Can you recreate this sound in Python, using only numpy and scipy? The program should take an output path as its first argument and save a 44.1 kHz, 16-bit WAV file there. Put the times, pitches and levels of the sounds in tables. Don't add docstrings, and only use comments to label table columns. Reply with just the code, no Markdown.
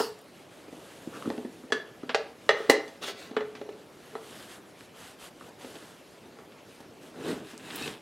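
import sys
import numpy as np
from scipy import signal
from scipy.fft import rfft, irfft, next_fast_len
from scipy.io import wavfile
from scipy.ndimage import uniform_filter1d

SR = 44100
rng = np.random.default_rng(int(sys.argv[2]) if len(sys.argv) > 2 else 0)


def bounce(signal):
    frames = np.transpose(np.atleast_2d(signal))
    limited = np.clip(frames, -1, 1)
    pcm = np.round(limited * 32767).astype(np.int16)
    wavfile.write(sys.argv[1], SR, pcm)


N = 353637


def amp(db):
    return 10 ** (np.asarray(db) / 20)


def unit(x):
    return x / np.sqrt(np.mean(x ** 2) + 1e-20)


def along(points, hz):
    f, v = np.transpose(points)
    return np.interp(np.log(hz + 1), np.log(f + 1), v)


def gains(rows):
    t = np.arange(N) / SR
    s, *columns = np.transpose(rows)
    inside = (t >= s[0]) & (t < s[-1])
    levels = amp([np.interp(t, s, column) for column in columns])
    return uniform_filter1d(inside * levels, size=256, axis=1)


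def strokes(rows, edge):
    out = np.zeros((len(rows[0]) - 3, N))
    for start_s, length_s, peak, *db in rows:
        u = np.linspace(0, 1, round(length_s * SR))
        peak = np.clip(peak, .05, .95)
        ramp = np.minimum(u / peak, (1 - u) / (1 - peak))
        swell = np.sin(np.pi / 2 * ramp) ** edge
        out[:, round(start_s * SR):][:, :len(u)] += amp(db)[:, None] * swell
    return out


def filtered(x, response):
    m = next_fast_len(N + SR // 2)
    return irfft(rfft(x, m) * response(np.fft.rfftfreq(m, 1 / SR)), m)[..., :N]


def rush(spectrum, patchy_db, grain_db):
    grain = np.repeat(rng.exponential(size=N // 16 + 1), 16)[:N]
    grains = rng.standard_normal(N) * amp(grain_db * grain)
    z = signal.stft(grains, nperseg=512)[2]
    field = uniform_filter1d(rng.standard_normal(z.shape), size=7, axis=0)
    field = uniform_filter1d(field, size=7, axis=1)
    x = signal.istft(z * amp(patchy_db * unit(field)), nperseg=512)[1][:N]
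    return unit(filtered(x, lambda hz: amp(along(spectrum, hz))))


def ring(modes, t):
    hz, db, t60 = np.transpose(modes)[:, :, None].astype(t.dtype)
    strength, beat, turn, phase = rng.standard_normal((4, len(modes), 1), dtype=t.dtype)
    db = db + 1.5 * strength
    twin = 1 + .3 * np.cos(150 * beat * t + 2 * turn)
    rise = 1 - np.exp(-t * hz / 0.44)
    decay = np.exp((db - 60 * t / t60) * t.dtype.type(np.log(10) / 20))
    return np.sum(decay * rise * twin * np.sin(6.2832 * hz * t + 2 * phase), axis=0)


# f/Hz, t60/s
ECHO_T60 = [(150, 0.27), (500, 0.44), (2000, 0.38), (5000, 0.31), (12000, 0.12)]


def garage(x):
    out, hop = np.zeros(N + SR), SR // 4
    for start in range(0, N, hop):
        hz, t, z = signal.stft(rng.standard_normal(SR // 2), SR, nperseg=256)
        decay = amp(-60 * t / along(ECHO_T60, hz)[:, None])
        tail = signal.istft(z * decay, SR, nperseg=256)[1]
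        wet = signal.fftconvolve(x[start:start + hop], tail / np.linalg.norm(tail))
        out[start + 200:][:len(wet)] += wet
    return out[:N]


# f/Hz, level/dB per Hz
SIDE_SPECTRUM = [(15, -48), (25, -12), (350, -2), (986, -7.5), (1930, -15.5), (3200, -31.5), (4160, -46),
                 (7040, -120)]


def side_noise():
    return amp(-66) * rush(SIDE_SPECTRUM, patchy_db=1.5, grain_db=1.8)


# f/Hz, level/dB per Hz
HUSH_SPECTRUM = [(15, -54), (25, -12.5), (161, -3.5), (373, -6.5), (489, -14.5), (591, -6), (775, -9),
                 (1160, -13), (1520, -14), (1740, -15), (2690, -16), (10100, -28.5), (11300, -27),
                 (13200, -34.5), (16000, -40)]


def hush():
    return amp(-54.5) * rush(HUSH_SPECTRUM, patchy_db=2.0, grain_db=0.7)


def whine():
    band = lambda hz: 1 / (1 + ((hz - 12930) / 60) ** 2)
    return amp(-86) * unit(filtered(rng.standard_normal(N), band))


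# f/Hz, level/dB per Hz
CLANG_SPECTRUM = [(530, -20), (900, -2.5), (1420, -7), (2390, -23), (2790, -8), (3610, -18), (4570, -5),
                  (6900, -22), (10300, -21), (15000, -29)]


def afterclang():
    t = np.arange(N) / SR
    start_db, t60_s = -30.0, 0.33
    decay = amp(start_db - 60 * np.minimum(t, 1) / t60_s)
    return decay * rush(CLANG_SPECTRUM, patchy_db=3.0, grain_db=-1.5)


# start t/s, length/s, peak position 0-1, level/dB
CLOTH_STROKES = [(.3, .16, 0.65, -59.5), (.5, 0.33, 0, -59), (.7, 0.66, 0.31, -54),
                 (1.1, 0.46, 0.35, -54.5), (1.5, 0.21, 0.25, -59), (2.36, 0.16, .8, -58),
                 (2.78, 0.29, 0.1, -59.5), (3.74, 0.11, 0.7, -63), (3.94, 0.6, 0.26, -56.5),
                 (4.2, .28, 0.84, -51), (4.46, 0.14, 0.5, -48), (4.65, 0.079, 0.6, -61),
                 (4.76, 0.14, 0.35, -56), (4.93, .23, 0.5, -49), (5.18, 0.12, 0.53, -46.5),
                 (5.34, .16, 1, -56), (5.58, 0.48, 0.13, -51), (6.04, .3, 0.16, -61.5),
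                 (6.66, 0.19, 0.26, -58), (7.0, 0.13, 0.35, -55)]
# t/s, level/dB
KNEE_LEVELS = [(0, -59), (0.36, -54.5), (1.12, -49), (1.32, -41), (1.49, -53), (1.85, -52), (2.2, -54.5),
               (2.9, -56.5), (3.06, -54.5), (3.54, -50.5), (3.94, -55.5), (4.36, -53), (4.58, -55.5),
               (5.34, -55.5), (5.62, -50.5), (6.02, -57), (6.41, -51.5), (6.81, -56.5), (7.1, -49)]
# f/Hz, level/dB per Hz
RUSTLE_SPECTRUM = [(530, -3), (900, -4), (1620, -2), (2270, -8.5), (2960, -3.5), (5480, -12), (7770, -11),
                   (11600, -14), (16000, -31)]
SHUFFLE_SPECTRUM = [(29, -65), (50, -28), (76, -14), (296, -4), (372, -4.5), (494, -5.5), (1500, -30.5),
                    (1950, -43), (3300, -120)]


def clothes():
    rustle = strokes(CLOTH_STROKES, edge=0.87)[0] * rush(RUSTLE_SPECTRUM, patchy_db=1, grain_db=1.5)
    shuffle = gains(KNEE_LEVELS)[0] * rush(SHUFFLE_SPECTRUM, patchy_db=1.5, grain_db=.5)
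    return rustle + shuffle


# t/s, level before band-pass/dB, centre f/Hz, t60/s
GRIT_SNAPS = [(.19, -46.5, 9300, 0.015), (.215, -52, 11000, .015), (.243, -50, 12000, .006),
              (.285, -52, 12000, .006), (2.464, -45, 7500, 0.0074), (6.52, -40.5, 2700, 0.06),
              (7.5785, -28.5, 7300, 0.0024), (7.759, -31, 12800, 0.036), (7.824, -23, 3700, 0.015),
              (7.878, -18.5, 3180, 0.005)]


def snaps():
    out, t = np.zeros(N + SR), np.arange(2048) / SR
    for s, db, hz, t60 in GRIT_SNAPS:
        burst = amp(-60 * t / t60) * rng.standard_normal(len(t)) + 3.4 * (t == 0)
        edges_hz = [.7 * hz, min(1.35 * hz, .49 * SR)]
        band = signal.butter(2, edges_hz, "band", fs=SR, output="sos")
        out[round(s * SR):][:len(t)] += amp(db) * signal.sosfilt(band, burst)
    return out[:N]


# t/s, rumble level/dB, scrape level/dB
DRAG_LEVELS = [(7.1, -55, -68), (7.296, -31.5, -40), (7.432, -44, -58.5), (7.51, -55.5, -47),
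               (7.57, -48.5, -60), (7.684, -50.5, -46.5), (7.754, -43, -42), (7.874, -40.5, -39.5),
               (7.95, -46, -51.5), (8.019, -57, -71)]
# f/Hz, level/dB per Hz
RUMBLE_SPECTRUM = [(24, -76), (40, -30), (140, -8.5), (306, -1.5), (363, -6), (443, -1.5), (518, -12),
                   (1200, -20.5), (1560, -19.5), (2640, -120)]
SCRAPE_SPECTRUM = [(470, -10), (800, -8), (1350, -11), (1690, -5.5), (2310, -12), (2670, -7), (2960, -9.5),
                   (3840, -10), (6000, -26), (7800, -46), (13200, -120)]
HISS_SPECTRUM = [(2940, -29), (5000, -5), (5700, -7), (7940, -4), (13600, -14), (16000, -26)]
# f/Hz, width/Hz, level/dB
SQUEAK_MODES = [(2620, 36, 0), (3780, 56, -2)]
# start t/s, length/s, peak position 0-1, level/dB
SQUEAK_STROKES = [(7.63, 0.16, .4, -55), (7.79, .1, .4, -41)]


def drag():
    rumble, scrape = gains(DRAG_LEVELS)
    low = rumble * rush(RUMBLE_SPECTRUM, patchy_db=2.0, grain_db=-1.0)
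    coarse = rush(SCRAPE_SPECTRUM, patchy_db=1.5, grain_db=2.5)
    fine = rush(HISS_SPECTRUM, patchy_db=1.5, grain_db=1.5)
    grit = coarse + amp(-8) * fine

    def narrow(f):
        return sum(amp(db) * 1j * f * w / (hz * hz - f * f + 1j * f * w) for hz, w, db in SQUEAK_MODES)

    rub = rush([(1000, 0), (9000, 0)], patchy_db=3, grain_db=2)
    squeak = unit(filtered(rub, narrow))
    return low + scrape * grit + strokes(SQUEAK_STROKES, edge=1.56)[0] * squeak


# start t/s, length/s, peak position 0-1, grind level/dB, well ring level/dB
SLIDE_STROKES = [(1.11, 0.078, 0.77, -53, -45), (2.54, 0.24, .2, -50.5, -51),
                 (3.01, 0.062, 0.49, -37, -44.5), (3.05, 0.087, 0.34, -36, -53),
                 (3.14, 0.19, 0.38, -47, -58)]
# f/Hz, level/dB per Hz
GRIND_SPECTRUM = [(120, -51), (200, -10), (416, 4), (1210, -8), (1420, -7.5), (1590, -6), (3430, -1),
                  (4430, -4.5), (7970, -13), (16000, -25)]
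# f/Hz, level/dB, t60/s
CLAMP_MODES = [(3400, -3, .07), (4620, -5, .06), (6135, -9, .15), (7650, -11, .09), (9405, -17, .14)]
EDGE_MODES = [(1795, -9, .22), (1846, 0, .14), (1890, -10, .25), (2011, -2, .18), (2035, -10, .3),
              (2350, -14, .08), (2890, -4, .06), (3395, -9, .12), (4032, -5, .07), (5200, -17, .17),
              (5800, -18, .12)]
WELL_MODES = [(1015, -6.5, 0.049), (1177, -2, 0.052), (1290, 1, 0.036), (1470, -18.5, 0.17)]


def slide():
    grind, well = strokes(SLIDE_STROKES, edge=1.56)
    rough = rush(GRIND_SPECTRUM, patchy_db=2.5, grain_db=1.5)
    t = np.arange(SR // 4, dtype=np.float32) / SR
    edge_ring = unit(signal.fftconvolve(rough, ring(CLAMP_MODES + EDGE_MODES, t))[:N])
    well_ring = unit(signal.fftconvolve(rough, ring(WELL_MODES, t))[:N])
    return grind * (rough + amp(-11.0) * edge_ring) + well * well_ring


# chatter/s, dish overtone tilt/(dB/octave), ring level/dB of dish, well, edge, lever, clamp
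ON_DISH = (.048, -2.5, 0, -22, -16, -19, -18)
ON_SHOULDER = (0.07, -4.5, -0.5, -4.5, -17.5, -22, -20.5)
ON_WELL = (0.01, 1, -9, -1, -16.5, -18, -18)
ON_EDGE = (0.0657, 1.3, -0.5, -3, -3, -18, -12)
ON_SHAFT = (0.0636, -11, -2.5, -7.5, -18, -0.5, -7)
ON_CLAMP = (0.1, 9, -9, -22, -11, -35, -5)
ON_HUB = (0.0447, -11.5, 2, -16, -20, -25, -41)
ON_LIP = (0.01, 0.5, 0.5, -15, -38, -30, -22)
# t/s, steel level/dB, tyre level/dB, clatter level/dB, clatter treble at 9 kHz/dB (> 0 acts as 0), place
CONTACTS = [(0.0004, -17, -25.5, -33, 0, ON_HUB), (0.6812, -44.5, -39, -47, -18, ON_SHOULDER),
            (0.726, -44, -38, -50, -9, ON_DISH), (1.0732, -46, -28.5, -54, -6, ON_DISH),
            (1.2242, -31, -58, -27, -26, ON_WELL), (1.2569, -33.5, -19.5, -45, -21, ON_WELL),
            (1.2752, -52, -22.5, -61, -8, ON_DISH), (1.302, -22, -29, -14.5, -31, ON_LIP),
            (1.3793, -27.5, -21, -20.5, -38, ON_LIP), (1.4489, -37.5, -25.5, -51, -10, ON_DISH),
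            (1.636, -49.5, -39.5, -65, -5, ON_SHOULDER), (1.703, -36, -55, -64, -20, ON_DISH),
            (1.722, -20, -30, -15, -18.5, ON_SHAFT), (2.032, -38.5, -29.5, -50, -11, ON_SHOULDER),
            (2.093, -31.5, -36, -12.5, -37.5, ON_SHOULDER), (2.146, -16, -54, -7.5, -21.5, ON_DISH),
            (2.4911, -14.5, -47, -7, -33, ON_EDGE), (2.6032, -25, -43, -49, -23, ON_HUB),
            (2.6917, -26, -22, -30, -30, ON_SHOULDER), (2.6974, -12, -11.5, -9.5, -3, ON_EDGE),
            (2.8793, -40, -49, -45, -8, ON_CLAMP), (3.0266, -36, -47, -39, -10, ON_CLAMP),
            (3.04, -29, -44, -50, -20, ON_WELL), (3.311, -38.5, -35, -39, -23, ON_DISH),
            (3.366, -22.5, -28, -12, -53, ON_SHOULDER), (3.4062, -21.5, -36, -25, -44, ON_HUB),
            (3.5513, -56, -40, -31, -21, ON_CLAMP), (3.6136, -29, -43.5, -33.5, -28, ON_HUB),
            (3.69, -31.5, -55, -37, -22, ON_HUB), (4.1308, -42, -55, -54, -13, ON_HUB),
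            (4.153, -30.5, -41.5, -39, -31, ON_SHOULDER), (4.8084, -41, -37, -34, -9, ON_WELL),
            (5.4105, -37.5, -37, -46, -7, ON_WELL), (5.6108, -44, -65, -42, -19, ON_CLAMP),
            (5.646, -39.5, -39, -33, -21, ON_DISH), (5.754, -40, -36, -33.5, -21, ON_DISH),
            (6.3874, -34.5, -46, -48, -17, ON_WELL), (6.804, -41.5, -44.5, -46, 3, ON_DISH),
            (7.5331, -60, -34.5, -50, -15, ON_DISH)]
# f/Hz, level/dB, t60/s
TYRE_MODES = [(175, -6, .05), (252, 5, .1), (310, 1, .06), (365, -2, .05)]
DISH_MODES = [(425, 0, .26), (460, -3, .2), (558, -3, .14), (664, -5, .16), (795, -4, .12), (900, -11, .15)]
LEVER_MODES = [(625, -14, .1), (1658, -6, .2), (1723, 0, .33), (3370, -11, .3)]


def knocks():
    out, t = np.zeros(N + SR), np.arange(SR // 3, dtype=np.float32) / SR
    f = np.fft.rfftfreq(len(t), 1 / SR)
    band = (1j * f / (700 + 1j * f)) ** 2 / (1 + 1j * f / 12500) ** 4
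    for s, steel_db, tyre_db, clatter_db, treble_db, (chatter_s, tilt_db, *reach_db) in CONTACTS:
        root_hz = DISH_MODES[0][0]
        dish = [(hz, db + tilt_db * np.log2(hz / root_hz), t60) for hz, db, t60 in DISH_MODES]
        parts = (TYRE_MODES, dish, WELL_MODES, EDGE_MODES, LEVER_MODES, CLAMP_MODES)
        levels_db = [tyre_db, *np.add(steel_db, reach_db)]
        rung = sum(amp(db) * ring(modes, t) for db, modes in zip(levels_db, parts))
        touch = amp(-60 * (t / max(chatter_s, .004)) ** 1.123)
        burst = (touch + 0.2 * amp(-60 * t / 0.0015)) * rng.standard_normal(len(t))
        steepness = max(-treble_db, 0) / (20 * np.log10(abs(1 + 9000j / 5000)))
        soft = band / (1 + 1j * f / 5000) ** steepness
        onset = 1 - np.exp(-t / 0.00013)
        clatter = amp(clatter_db) * irfft(rfft(burst) * soft, len(t)) * onset
        out[round(s * SR):][:len(t)] += rung * (0.21 + 0.68 * touch) + clatter
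    return filtered(out[:N], lambda hz: (1j * hz / (100 + 1j * hz)) ** 2)


# f/Hz, side relative to knocks/dB
KNOCK_SIDE = [(300, -49), (2000, -26), (10000, -27)]


def scene():
    blows = knocks()
    hits = blows + slide() + snaps()
    mid = hits + amp(-9) * garage(hits) + afterclang() + clothes() + drag()
    mid = mid + whine() + hush()
    side = side_noise() - filtered(blows, lambda hz: amp(along(KNOCK_SIDE, hz)))
    return np.array([mid + side, mid - side])


def record(dry):
    top_hz, bass_hz = 15800, 70
    return filtered(dry, lambda hz: (hz < top_hz) * (1j * hz / (bass_hz + 1j * hz)) ** 2)


dry = scene()
out = record(dry)
bounce(out)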